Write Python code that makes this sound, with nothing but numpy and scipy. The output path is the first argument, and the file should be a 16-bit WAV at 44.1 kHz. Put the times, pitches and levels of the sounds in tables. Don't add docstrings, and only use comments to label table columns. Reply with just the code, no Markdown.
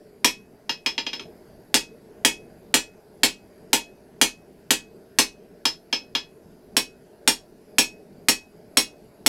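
import sys
import numpy as np
from scipy import signal
from scipy.fft import rfft, irfft
from scipy.io import wavfile
from scipy.ndimage import uniform_filter1d

SR = 44100
rng = np.random.default_rng(int(sys.argv[2]) if len(sys.argv) > 2 else 0)


def dump(signal):
    limited = np.clip(np.atleast_2d(signal).T, -1, 1)
    pcm = np.round(limited * 32767).astype(np.int16)
    wavfile.write(sys.argv[1], SR, pcm)


def how_loud(loudness_db):
    steps = np.asarray(loudness_db, float) / 20
    return 10 ** steps


N = 409235


def evened(x):
    return x / np.sqrt(np.mean(x ** 2) + 1e-20)


def read(points, hz):
    point_hz, value = np.transpose(points)
    return np.interp(np.log(hz + 1), np.log(point_hz + 1), value)


def add(mix, start_s, sound):
    part = mix[round(start_s * SR):][:len(sound)]
    part += sound[:len(part)]


def high_pass(x, hz):
    return signal.sosfilt(signal.butter(2, hz, "high", fs=SR, output="sos"), x)


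def ring(modes, lift_db=0, rise_s=0.00048):
    hz, db, t60 = np.transpose(modes)[:3, :, None]
    t = np.arange(SR // 3) / SR
    dying = how_loud(db + lift_db - 60 * t / t60)
    sines = np.sin(2 * np.pi * hz * t)
    return (dying * sines).sum(0) * (1 - np.exp(-t / rise_s))


# frequency in Hz, level in dB per Hz.
ROAR_COLOUR = [(12, -48.5), (20, -8), (108, -9), (230, -0.5), (273, -17.5), (323, -6), (404, -3),
               (535, -16.5), (583, -7.5), (1240, -26.5), (1470, -21.5), (3420, -35.5), (11500, -38.5),
               (15200, -40), (16500, -61)]
# frequency in Hz, width in Hz, boost in dB.
FLAME_PEAKS = [(168, 10, 2), (253.8, 32, 8.5), (340, 30, 2.5), (431, 60, 7.5), (604, 11, 4), (4760, 900, 7),
               (8350, 74, 4), (10600, 140, 12), (11300, 330, 12.5), (12500, 300, 3.5)]
# time in seconds, draught in dB.
DRAUGHT = [(0.0, -2.5), (0.65, -1), (1.08, -1), (1.34, 2.5), (1.81, 1), (2.51, 2.5), (2.8, 1.3),
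           (3.75, 1.5), (3.88, 0.27), (5.09, 0), (5.81, -1.5), (6.69, -0.36), (7.91, 1), (9.28, 0.7)]


def forge():
    level_db, patchy_db = -48.5, 2.0
    hiss_follows = 0.6
    frames = N // 256 + 5
    hz = np.fft.rfftfreq(1024, 1 / SR)
    real, imaginary, patches = rng.standard_normal((frames, 513, 3)).T

    patches = evened(uniform_filter1d(uniform_filter1d(patches, 10, 0), 16, 1))
    colour_db = read(ROAR_COLOUR, hz)
    for peak_hz, width_hz, db in FLAME_PEAKS:
        colour_db = colour_db + db / (1 + (2 * (hz - peak_hz) / width_hz) ** 2)

    draught_s, draught_db = np.transpose(DRAUGHT)
    t = (np.arange(frames) - 2) * 256 / SR
    roar_share = 1 / (1 + (hz[:, None] / 1200) ** 2)
    follows = roar_share + hiss_follows * (1 - roar_share)
    swing_db = follows * np.interp(t, draught_s, draught_db)

    spectrum = (real + 1j * imaginary) * how_loud(colour_db[:, None] + swing_db + patchy_db * patches)
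    flame = signal.istft(spectrum, nperseg=1024, noverlap=768)[1][:N]
    return how_loud(level_db) * evened(flame)


# frequency in Hz, time to fall 60 dB in seconds.
WALLS = [(300, 0.28), (790, 0.1461), (2090, 0.147), (5510, 0.18), (14600, 0.1188)]


def smithy(x):
    first_echo_s, spacing = 0.0015, 12
    echoes = np.zeros(SR // 2)
    at = np.arange(round(first_echo_s * SR), len(echoes) - spacing, spacing)
    at = at + rng.integers(0, spacing, len(at))
    echoes[at] = rng.choice([-1., 1.], len(at))

    hz, t, spectrum = signal.stft(echoes, SR, nperseg=128)
    t60 = np.maximum(read(WALLS, hz), .05)[:, None]
    tail = signal.istft(spectrum * how_loud(-60 * t / t60), SR, nperseg=128)[1]
    return signal.fftconvolve(x, tail / np.linalg.norm(tail))[:N]


# frequency in Hz, level in dB, time to fall 60 dB in seconds, delay in seconds.
STUMP = [(32.5, -47, 0.29, 0.034), (137, -38, 0.071, 0.013), (212, -30, 0.099, 0.0045),
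         (265, -13, 0.039, .003), (321.1, -30.5, 0.12, .025), (415, -25.5, 0.082, .002),
         (491, -34, 0.13, 0.0016), (544.6, -30, 0.089, 0.0026), (671, -27, 0.078, .002),
         (792, -34.5, 0.17, .002), (873.6, -28.5, 0.13, .002)]


def thud():
    out = np.zeros(SR)
    for mode in STUMP[1:]:
        add(out, mode[3], ring([mode], rise_s=0.0036))
    out = high_pass(out, 100)
    add(out, STUMP[0][3], ring(STUMP[:1], rise_s=0.0058))
    return out


# frequency in Hz, time to fall 60 dB in seconds.
LONG_MODES = [(2549, .27), (3347, .2), (5245, .15), (5005, .165)]
WAVE_SHAPES = [(3.57, .51), (.53, .38), (2.24, .36), (.8, .6)]
# level in dB where the wave swings widest, extra dB on the bare face.
LONG_LEVELS = [(-20, 0.5), (-18, 4.5), (-15, 8.5), (-25, 10.5)]


def long_rings(spot, bare):
    modes = []
    for (hz, t60), (waves, offset), (db, bare_db) in zip(LONG_MODES, WAVE_SHAPES, LONG_LEVELS):
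        swing = abs(np.cos(np.pi * (waves * spot + offset))) + .04
        modes.append((hz, db + bare * bare_db + 20 * np.log10(swing), t60))
    heel = ring(modes[:1], rise_s=.025)
    return heel + ring(modes[1:], rise_s=0.0034)


# frequency in Hz, level in dB per Hz.
BAR_CONTACT = [(530, -31), (900, -2.5), (1260, -8), (3020, -2.5), (3320, -3), (4820, -6), (5440, -4.5),
               (5910, -7), (9550, -8), (15800, -21.5)]
# frequency in Hz, level in dB per Hz.
FACE_CONTACT = [(530, -39), (900, -5.5), (1990, -9), (2380, 0.5), (3320, -4), (4650, -8.5), (5120, -6),
                (5630, -14.5), (6130, -13), (8890, -33.5), (13200, -31), (15800, -52.5)]


def crack(hard_db, noise):
    rise_s, fade_s, rattle_db, rattle_t60 = 0.00059, 0.003163, -16, 0.13
    hz = np.fft.rfftfreq(len(noise), 1 / SR)
    t = np.arange(len(noise)) / SR
    on_bar = np.clip((hard_db + 23.5) / 16, -.6, 1.3)
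    colour_db = on_bar * read(BAR_CONTACT, hz) + (1 - on_bar) * read(FACE_CONTACT, hz)

    rattle = how_loud(rattle_db - 60 * t / rattle_t60)
    shape = (np.exp(-t / fade_s) + rattle) * (1 - np.exp(-t / rise_s))
    burst = evened(irfft(rfft(noise) * how_loud(colour_db))) * shape
    return high_pass(burst, 500)


# start in seconds, strength in dB, landing spot along the face from 0 to 1,
# low short ring in Hz, high short ring in Hz.
BLOWS = [(0.2452, -1.5, 0.743, 3290, 5680), (1.7423, -0.5, 0.617, 4110, 8730),
         (2.2487, -0.5, 0.96, 3290, 8600), (2.7409, 0.5, 0.5, 3264, 7270), (3.2332, 0, 0.513, 2198, 7190),
         (3.7309, -1.5, 0.93, 2794, 7934), (4.214, 1, 0.05, 3290, 7310), (4.7064, -2.0, 0.487, 3287, 6106),
         (5.1868, 0, 0.32, 2815, 6120), (6.767, -4.5, 0.48, 3440, 5493), (7.276, -1, 0.563, 3560, 5530),
         (7.7836, 0, 0.133, 3170, 5973), (8.285, -1.0, 0.1, 2112, 8400), (8.771, -1, 0.597, 4077, 7970),
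         (9.2623, -1, 0.023, 2179, 7960)]
# start in seconds, strength in dB, landing spot from 0 to 1,
# hardness as treble in dB.
TAPS = [
    (0.6935, -14, 0.42, -21.5),
    (0.861, -11, 0.82, -18),
    (0.979, -13.0, 0.547, -30),
    (1.0651, -16, 0.53, -32),
    (1.1312, -20.5, 0.803, -28.5),
    (1.1951, -26, 0.017, -34),
    (5.6534, -7.5, 0.27, -14.5),
    (5.927, -10, 0.367, -21),
    (6.1502, -11.5, 0.9, -20.5),
]


def strikes():
    hot_db, cooling_db_per_s = -10, 0.58
    hits = []
    for s, db, spot, *rings_hz in BLOWS:
        hits.append((s, db, spot, hot_db + cooling_db_per_s * s, rings_hz, False))
    for tap in TAPS:
        hits.append((*tap, (3213, 6060), True))
    return sorted(hits)


# frequency in Hz, level in dB, time to fall 60 dB in seconds.
ANVIL = [(920, -28, 0.12), (1733, -27.5, 0.12), (1923, -30, 0.17), (2212.5, -28.5, 0.14), (2423, -29, 0.15),
         (2805, -27, 0.15), (3840, -30, 0.047), (4030, -28, 0.11), (4720, -31, .1), (6100, -33.5, 0.11),
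         (6010, -26, 0.1), (7140, -37, .09), (7080, -32, 0.062), (7341, -39.5, 0.11), (8450, -40.5, .09),
         (12100, -41, 0.086)]
# frequency in Hz, level in dB, time to fall 60 dB in seconds.
KNOCK = [(2430, -5.5, 0.011), (3290, -17.5, 0.07)]
# frequency in Hz, level in dB, time to fall 60 dB in seconds.
BAR = [(3450, -26, .06), (4160, -22.5, 0.06), (4380, -27, 0.069), (5510, -25, 0.024), (6680, -22.5, 0.041),
       (7140, -18, 0.024), (7960, -17.5, 0.034), (8456, -21, 0.048), (9240, -25, .06), (9970, -19, 0.046),
       (10570, -22, 0.054), (11430, -26, 0.084), (12100, -26.5, .04), (13770, -30, 0.045),
       (14500, -31, .05), (15100, -34, .05)]


def metal_clank(db, hard_db, bare, noise, luck):
    spread_db = 2 * luck[:, :1]
    detune = 1 + [.008, 0, 0] * luck[:len(BAR), 1:]
    bar_db = (-10 if bare else 0.5 + db) + 1.3 * (hard_db + 8)
    sound = how_loud(db) * (ring(ANVIL, spread_db[-len(ANVIL):]) + ring(KNOCK, rise_s=0.00013))
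    sound += how_loud(bar_db) * ring(np.array(BAR) * detune, spread_db[:len(BAR)])
    add(sound, 0, how_loud(db - 3.5) * crack(hard_db, noise))
    return sound


# frequency in Hz, level in dB, time to fall 60 dB in seconds.
SLAP = [(1900, 2.5, .0035), (3600, -0.5, .004), (12000, -8, 0.0033)]
# frequency in Hz, level in dB, time to fall 60 dB in seconds.
TURNED = [(4520, -22, .16), (5410, -13.5, .1), (5515, -12.5, 0.15), (6695, -20, .17), (7960, -22.5, .1)]
# frequency in Hz, level in dB, time to fall 60 dB in seconds.
BARE = [(920, -19.5, 0.091), (1732, -21.5, 0.1), (2430, -21, .08), (2828, -16, .13), (3070, -35, 0.087),
        (3220, -8, 0.046), (3320, -14.5, .12), (4100, -19, 0.17), (4240, -18, 0.1), (6700, -29, .12)]


def hammer():
    turn_s = 6.5
    clanks, body = np.zeros((4, N)), np.zeros(N)
    stump, hits = thud(), strikes()
    noise = rng.standard_normal((len(hits), 8192))
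    luck = rng.standard_normal((len(hits), 40, 2))
    for k, (s, db, spot, hard_db, (low_hz, high_hz), bare) in enumerate(hits):
        add(clanks[k % len(clanks)], s, metal_clank(db, hard_db, bare, noise[k], luck[k]))

        low_db, high_db = (-10.5, -21.5) if bare else (-17, -18)
        short_rings = [(low_hz, low_db, .09), (high_hz, high_db, .13)]
        add(body, s, how_loud(db) * ring(short_rings, rise_s=0.00066))
        if bare or s > turn_s:
            add(body, s, how_loud(db) * ring(BARE if bare else TURNED, rise_s=.003))
        if not bare:
            add(body, s, how_loud(db) * ring(SLAP, rise_s=.0002))
        add(body, s, how_loud(db) * long_rings(spot, bare))
        add(body, s, how_loud(7 + .9 * db - 2.5 * bare) * stump)
    return clanks, body


def scene():
    clanks, body = hammer()
    echoes = smithy(how_loud(-13.5) * body)
    for clank in clanks:
        echoes = echoes + smithy(how_loud(-1.5) * clank)
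    return (clanks.sum(0) + body + echoes + forge())[None]


def grip(power_db, threshold_db, ratio, release_db):
    fall = np.arange(N) * release_db / SR
    held_db = np.maximum.accumulate(power_db + fall) - fall
    return ratio * np.maximum(held_db - threshold_db, 0)


def low_pass(x):
    return signal.sosfilt(signal.butter(12, 16860, fs=SR, output="sos"), x)


def record(dry):
    power_db = 10 * np.log10(signal.lfilter([.02], [1, -.98], dry[0] ** 2) + 1e-12)
    limiter_db = grip(power_db, -8.5, 0.42, release_db=299.5)
    slow_db = grip(power_db, -17.5, 0.079, release_db=20.5)
    held = np.tanh(dry / how_loud(limiter_db + slow_db) * 1.25) / 1.25
    held = signal.sosfilt(signal.cheby1(8, 1, 15900, fs=SR, output="sos"), held)
    return low_pass(held)


dry = scene()
out = record(dry)
dump(out)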